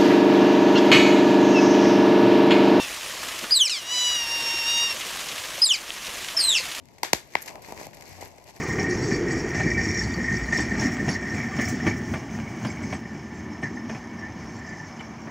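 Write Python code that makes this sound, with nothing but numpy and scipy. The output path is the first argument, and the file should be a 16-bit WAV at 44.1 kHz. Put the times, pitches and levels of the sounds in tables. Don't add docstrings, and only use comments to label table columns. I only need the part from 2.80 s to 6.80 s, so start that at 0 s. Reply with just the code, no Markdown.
import sys
import numpy as np
from scipy import signal
from scipy.fft import rfft, irfft
from scipy.io import wavfile
from scipy.ndimage import uniform_filter1d, minimum_filter1d

SR = 44100
rng = np.random.default_rng(int(sys.argv[2]) if len(sys.argv) > 2 else 0)


def unload_audio(sound):
    columns = np.transpose(np.atleast_2d(sound))
    steps = np.round(np.clip(columns, -1, 1) * 32767)
    wavfile.write(sys.argv[1], SR, steps.astype(np.int16))


N = 176400
TIME = np.arange(N) / SR


def amp(db):
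    return 10 ** (np.asarray(db) / 20)


def unit(x):
    return x / np.sqrt(np.mean(x ** 2) + 1e-20)


def read(points, hz):
    f, value = np.transpose(points)
    return np.interp(np.log(hz + 1), np.log(f + 1), value)


def add(mix, start_s, sound):
    part = mix[max(round(start_s * SR), 0):][:len(sound)]
    part += sound[:len(part)]


def colour(x, spectrum):
    return irfft(rfft(x) * amp(read(spectrum, np.fft.rfftfreq(len(x), 1 / SR))), len(x))


def wander(t, rate_hz):
    hz = np.fft.rfftfreq(N, 1 / SR)
    motion = irfft(rfft(rng.standard_normal(N)) / (1 + (hz / rate_hz) ** 2), N)
    return np.interp(t, TIME, unit(motion))


# frequency in Hz, relative spectral density in dB.
WASH_SPECTRUM = [(15, -35), (25, -5), (110, -7.5), (220, -8), (359, -4.5), (470, -6.5), (649, -2),
                 (805, -6.5), (1140, -0.5), (1460, -5.5), (1670, -1.5), (2430, -1.5), (3010, -0.5),
                 (4390, -4.5), (5740, -5), (11300, -11.5), (13600, -15), (15600, -25)]

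def wash(level_db=-34.5, patch_db=1.5, flicker_db=1.18):
    frames, bins = N // 256 + 5, 513
    real, imag, patches = rng.standard_normal((3, frames, bins))
    patches = uniform_filter1d(patches, size=4, axis=0)
    patches = unit(uniform_filter1d(patches, size=14, axis=1))
    spectra = (real + 1j * imag) * amp(patch_db * patches)
    noise = signal.istft(spectra.T, nperseg=1024, noverlap=768)[1][:N]
    flicker = amp(flicker_db * wander(TIME, rate_hz=54))
    return amp(level_db) * unit(colour(noise, WASH_SPECTRUM) * flicker)


def impacts(per_s, spread_db=4):
    hits = (rng.random(N) < per_s / SR) * rng.choice([-1, 1], N)
    return hits * amp(spread_db * np.minimum(rng.exponential(1, N), 4))


# frequency in Hz, relative spectral density in dB.
SPRAY_SPECTRUM = [(200, -23), (1000, -4.5), (3000, 1.5), (4500, -4.5), (7000, -1), (10000, -41),
                  (15000, -23)]

def spray(level_db=-41.5):
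    return amp(level_db) * unit(colour(impacts(per_s=900), SPRAY_SPECTRUM))


def bubble(hz, decay_s, chirp_per_s=0.71):
    t = TIME[:int(10 * decay_s * SR)]
    envelope = t / decay_s * np.exp(1 - t / decay_s)
    return envelope * np.sin(2 * np.pi * hz * t * (1 + chirp_per_s * t))


def fizz(level_db=-51.5, per_s=200, sizes=20, decay_cycles=1.9):
    rings = sum(signal.oaconvolve(impacts(per_s / sizes), bubble(hz, decay_cycles / hz))[:N]
                for hz in np.geomspace(489, 4090, sizes))
    return amp(level_db) * unit(rings)


def splash(decay_s, centre_hz, width_octaves=1.45, samples=8192):
    octaves = np.log2((np.fft.rfftfreq(samples, 1 / SR) + 1) / centre_hz)
    band = 1 / (1 + (octaves / width_octaves) ** 2) ** 2
    noise = unit(irfft(rfft(rng.standard_normal(samples)) * band))
    age = TIME[:samples] / decay_s
    return 2 * noise * np.exp(-age) * (1 - np.exp(-4 * age))


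# time in seconds, gain of the trickle in dB.
FLOW = [(0, 0.57), (1.3, -0.5), (1.9, 1.5), (3.1, -0.9), (4, 0)]
# start in seconds, level in dB, decay in seconds, centre in Hz.
SPLASHES = [(.43, -32, 0.0057, 1240), (0.484, -28.5, 0.0051, 2980), (0.589, -33, 0.0063, 3800),
            (0.624, -37, 0.019, 288), (.636, -33.5, 0.016, 1400), (2.208, -30, 0.011, 2500),
            (2.485, -29, 0.0059, 3500), (2.578, -30, 0.0079, 2780), (3.268, -31, 0.0034, 2994),
            (3.445, -29, 0.0032, 2740), (3.484, -31, 0.0064, 2720), (3.853, -31, 0.0057, 3000),
            (3.914, -31, .008, 3194), (3.948, -30.5, 0.006, 3000)]
# start in seconds, pitch in Hz, level in dB, decay in seconds.
DRIPS = [(0.612, 2980, -27, 0.00033), (1.56, 526, -36.5, 0.0017), (1.74, 350, -35.5, 0.0031),
         (2.781, 610, -33, 0.0017), (3.105, 3040, -15, 0.00023), (3.545, 645, -39, 0.006),
         (3.799, 512, -39, 0.0039)]

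def water():
    mix = (fizz() + wash() + spray()) * amp(np.interp(TIME, *np.transpose(FLOW)))
    for start_s, db, decay_s, centre_hz in SPLASHES:
        add(mix, start_s, amp(db) * splash(decay_s, centre_hz))
    for start_s, hz, db, decay_s in DRIPS:
        add(mix, start_s, amp(db) * np.sqrt(2) * bubble(hz, decay_s))
    return mix


# frequency in Hz, time to fall 60 dB in seconds.
ECHO_T60 = [(1000, .16), (4000, .12), (14000, .09)]
# delay in seconds, relative gain.
REFLECTIONS = [(.006, 0.047), (0.015, 0.27), (0.023, 0.22), (.034, 0.42)]

def enclosure(x, build_s=0.0078):
    hz, t, spectra = signal.stft(rng.standard_normal(SR // 2), SR, nperseg=256)
    decay = amp(-60 * t / read(ECHO_T60, hz)[:, None])
    response = signal.istft(spectra * decay, SR, nperseg=256)[1]
    response *= np.minimum(TIME[:len(response)] / build_s, 1)
    response /= np.linalg.norm(response)
    for delay_s, gain in REFLECTIONS:
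        add(response, delay_s, np.array([gain]))
    return signal.fftconvolve(x, response / np.linalg.norm(response))[:N]


def controls(curve, fade_s=0.001):
    times_s, *columns = np.transpose(curve)
    t = np.arange(round(times_s[0] * SR), round(times_s[-1] * SR)) / SR
    fade = np.clip(np.minimum(t - t[0], t[-1] - t) / fade_s, 0, 1)
    return t, fade, *[uniform_filter1d(np.interp(t, times_s, column), size=130) for column in columns]


def harmonics(hz, levels_db):
    phase = 2 * np.pi * np.cumsum(hz) / SR
    return np.sqrt(2) * sum(amp(db) * (k * hz < SR / 2) * np.sin(k * phase)
                            for k, db in enumerate(levels_db, 1))


# frequency in Hz, gain in dB.
THROAT_SHUT = [(930, -17.5), (1860, -14), (2800, -1), (3700, -21.5), (4650, -20), (5580, -2.5), (6500, -29),
               (15000, -67)]
THROAT_OPEN = [(940, -20.5), (1950, -17.5), (2800, 0.5), (3000, -2), (3740, -1), (4000, -5), (4600, -9.5),
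               (5150, -6), (5900, -3.5), (6500, -12.5), (6950, -5.5), (7450, -23.5), (7900, -15.5),
               (8400, -15.5), (9000, -37), (10000, -23), (15000, -49)]
THROAT_GAPING = [(1050, -21), (1400, -29), (2100, -8.5), (2900, -9.5), (3750, -4.5), (4200, -6),
                 (5100, 1.5), (5800, -15), (7800, -12), (9500, -23.5), (15000, -40)]

def throat_db(hz, mouth):
    shut, gaping = np.clip(1 - mouth, 0, 1), np.clip(mouth - 1, 0, 1)
    return (shut * read(THROAT_SHUT, hz) + (1 - shut - gaping) * read(THROAT_OPEN, hz)
            + gaping * read(THROAT_GAPING, hz))


# time in seconds, pitch in Hz, level in dB, mouth (0 nearly shut, 1 open, 2 gaping).
SHORT_WHINE = [(0, 914, -25, 0.84), (.035, 890, -36, 1), (.085, 814, -42, .5)]
WHINE = [(0.895, 1479, -13, 1.4), (0.92, 1288, -20, 2.1), (0.973, 1054, -26, 1.7), (1.009, 950, -39, 0.58),
         (1.045, 941, -40.5, 0.88), (1.134, 992, -23.5, 0.84), (1.22, 987.3, -24, 0.9),
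         (1.326, 971.5, -29.5, 1.1), (1.365, 953, -26, 0.68), (1.47, 920, -31.5, 0.41),
         (1.515, 933, -29, 0.37), (1.658, 922.2, -28.5, 0.35), (1.786, 925, -26.5, 0.49),
         (1.83, 914, -29.5, 0.4), (1.868, 927.5, -25, 0.3), (1.886, 933.5, -27, 0.81),
         (2.045, 936, -25.5, 0.94), (2.07, 928, -27, 0.51), (2.114, 918, -29, 0.48), (2.13, 900, -33, 0.4)]
# curve, treble cut in dB per kHz.
WHINES = [(SHORT_WHINE, 7.7), (WHINE, 0)]
# centre in seconds, width in seconds, jitter as a pitch share.
CRACKS = [(0.897, 0.0105, 0.07), (1.482, 0.011, 0.015)]

def whines(echo_db=-10, dull_from_hz=2850, shimmer_db=0.33, base_jitter=0.0026):
    for curve, cut_db_per_khz in WHINES:
        t, fade, hz, db, mouth = controls(curve)
        db = db + shimmer_db * wander(t, rate_hz=45)
        levels_db = []
        for k in range(1, 15):
            gain_db = throat_db(k * hz, mouth)
            cut_db = cut_db_per_khz * np.maximum(k * hz - dull_from_hz, 0) / 1000
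            flutter_db = 0.43 + 0.076 * np.clip(-gain_db, 0, 20)
            levels_db.append(db + gain_db - cut_db + flutter_db * wander(t, rate_hz=11))
        cracks = sum(share * np.exp(-abs(t - centre_s) / width_s) for centre_s, width_s, share in CRACKS)
        pitch_hz = hz * (1 + (base_jitter + cracks) * wander(t, rate_hz=198))
        yield t[0], fade * harmonics(pitch_hz, levels_db), echo_db


# time in seconds, pitch in Hz, fundamental in dB, octave in dB.
FIRST_SQUEAL = [(0.709, 4650, -18, -49.3), (0.716, 4904, -23, -46), (0.728, 4930, -7, -32),
                (0.739, 4896, -11, -37), (0.751, 4402, -15.5, -26), (0.763, 4040, -12.5, -16),
                (0.777, 3920, -14, -14), (0.788, 3730, -23.5, -33), (0.818, 3150, -5, -15.5),
                (0.836, 2933, -15.5, -18), (0.847, 2815, -25, -22), (0.859, 2645, -31, -13),
                (0.874, 2390, -21.5, -25), (0.881, 2110, -35, -17.5), (0.896, 1950, -36, -37)]
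SECOND_SQUEAL = [(2.817, 4800, -29, -41), (2.82, 4920, -11, -32.2), (2.833, 5180, -13, -39),
                 (2.844, 4950, -6.5, -24), (2.853, 4482, -21.5, -20.5), (2.866, 3900, -14.5, -18),
                 (2.884, 3630, -46, -19.5), (2.891, 3640, -15.5, -37), (2.903, 3370, -17.5, -17),
                 (2.912, 3094, -8.5, -30), (2.921, 2886, -12, -17.5), (2.934, 2550, -32, -28),
                 (2.941, 2530, -22, -17), (2.955, 2210, -27.5, -28.5), (2.966, 1900, -48, -27)]
THIRD_SQUEAL = [(3.567, 5250, -23.5, -55.8), (3.577, 5393, -18.5, -39), (3.588, 5010, -24.7, -52),
                (3.597, 4900, -20, -35.5), (3.614, 4230, -23.5, -26.5), (3.63, 4174, -33, -34),
                (3.642, 4117, -24.5, -21), (3.67, 4080, -25.5, -33), (3.694, 3880, -20.5, -23),
                (3.73, 3396, -23.5, -34.5), (3.744, 3120, -27.5, -31), (3.754, 2760, -18, -27),
                (3.778, 2385, -35.5, -25.5), (3.788, 1920, -29, -29)]
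# curve, echo in dB, jitter as a pitch share, overtone trim in dB.
SQUEALS = [(FIRST_SQUEAL, -12, 0.0061, 0.39), (SECOND_SQUEAL, -11.5, 0.0049, -0.75),
           (THIRD_SQUEAL, -3, 0.0063, -0.84)]
# frequency in Hz, gain in dB.
OVERTONES = [(6000, -3), (8000, -8.5), (10000, -13), (12300, -18), (13500, -17), (15500, -35)]

def squeals(step_db=-5.5, fray_below_hz=2830, fray_jitter=0.077):
    for curve, echo_db, jitter, trim_db in SQUEALS:
        t, fade, hz, fundamental_db, octave_db = controls(curve)
        upper_db = [octave_db + trim_db + read(OVERTONES, k * hz) + step_db * (k - 3)
                    for k in range(3, 7)]
        fray = fray_jitter * np.maximum(1 - hz / fray_below_hz, 0)
        pitch_hz = hz * (1 + (jitter + fray) * wander(t, rate_hz=350))
        yield t[0], fade * harmonics(pitch_hz, [fundamental_db, octave_db, *upper_db]), echo_db


def scene():
    direct, echo_send = np.zeros((2, N))
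    for start_s, call, echo_db in [*squeals(), *whines()]:
        add(direct, start_s, call)
        add(echo_send, start_s, amp(echo_db) * call)
    return np.tile(direct + enclosure(echo_send) + water(), (2, 1))


def record(dry):
    limit_db, hold_s, recover_db_per_s, cutoff_hz = -13, 0.049, 16.5, 15700
    power_db = 10 * np.log10(abs(uniform_filter1d(dry[0] ** 2, size=90)) + 1e-12)
    over_db = np.maximum(power_db - limit_db, 0)
    half_hold = int(hold_s * SR / 2)
    held_db = -minimum_filter1d(-over_db, 2 * half_hold + 1, origin=half_hold, mode="nearest")
    recovery_db = recover_db_per_s * TIME
    duck_db = np.maximum.accumulate(held_db + recovery_db) - recovery_db
    lowpass = signal.firwin(511, cutoff_hz, window=("kaiser", 9), fs=SR)
    return signal.oaconvolve(dry * amp(-duck_db), lowpass[None], "same")


dry = scene()
out = record(dry)
unload_audio(out)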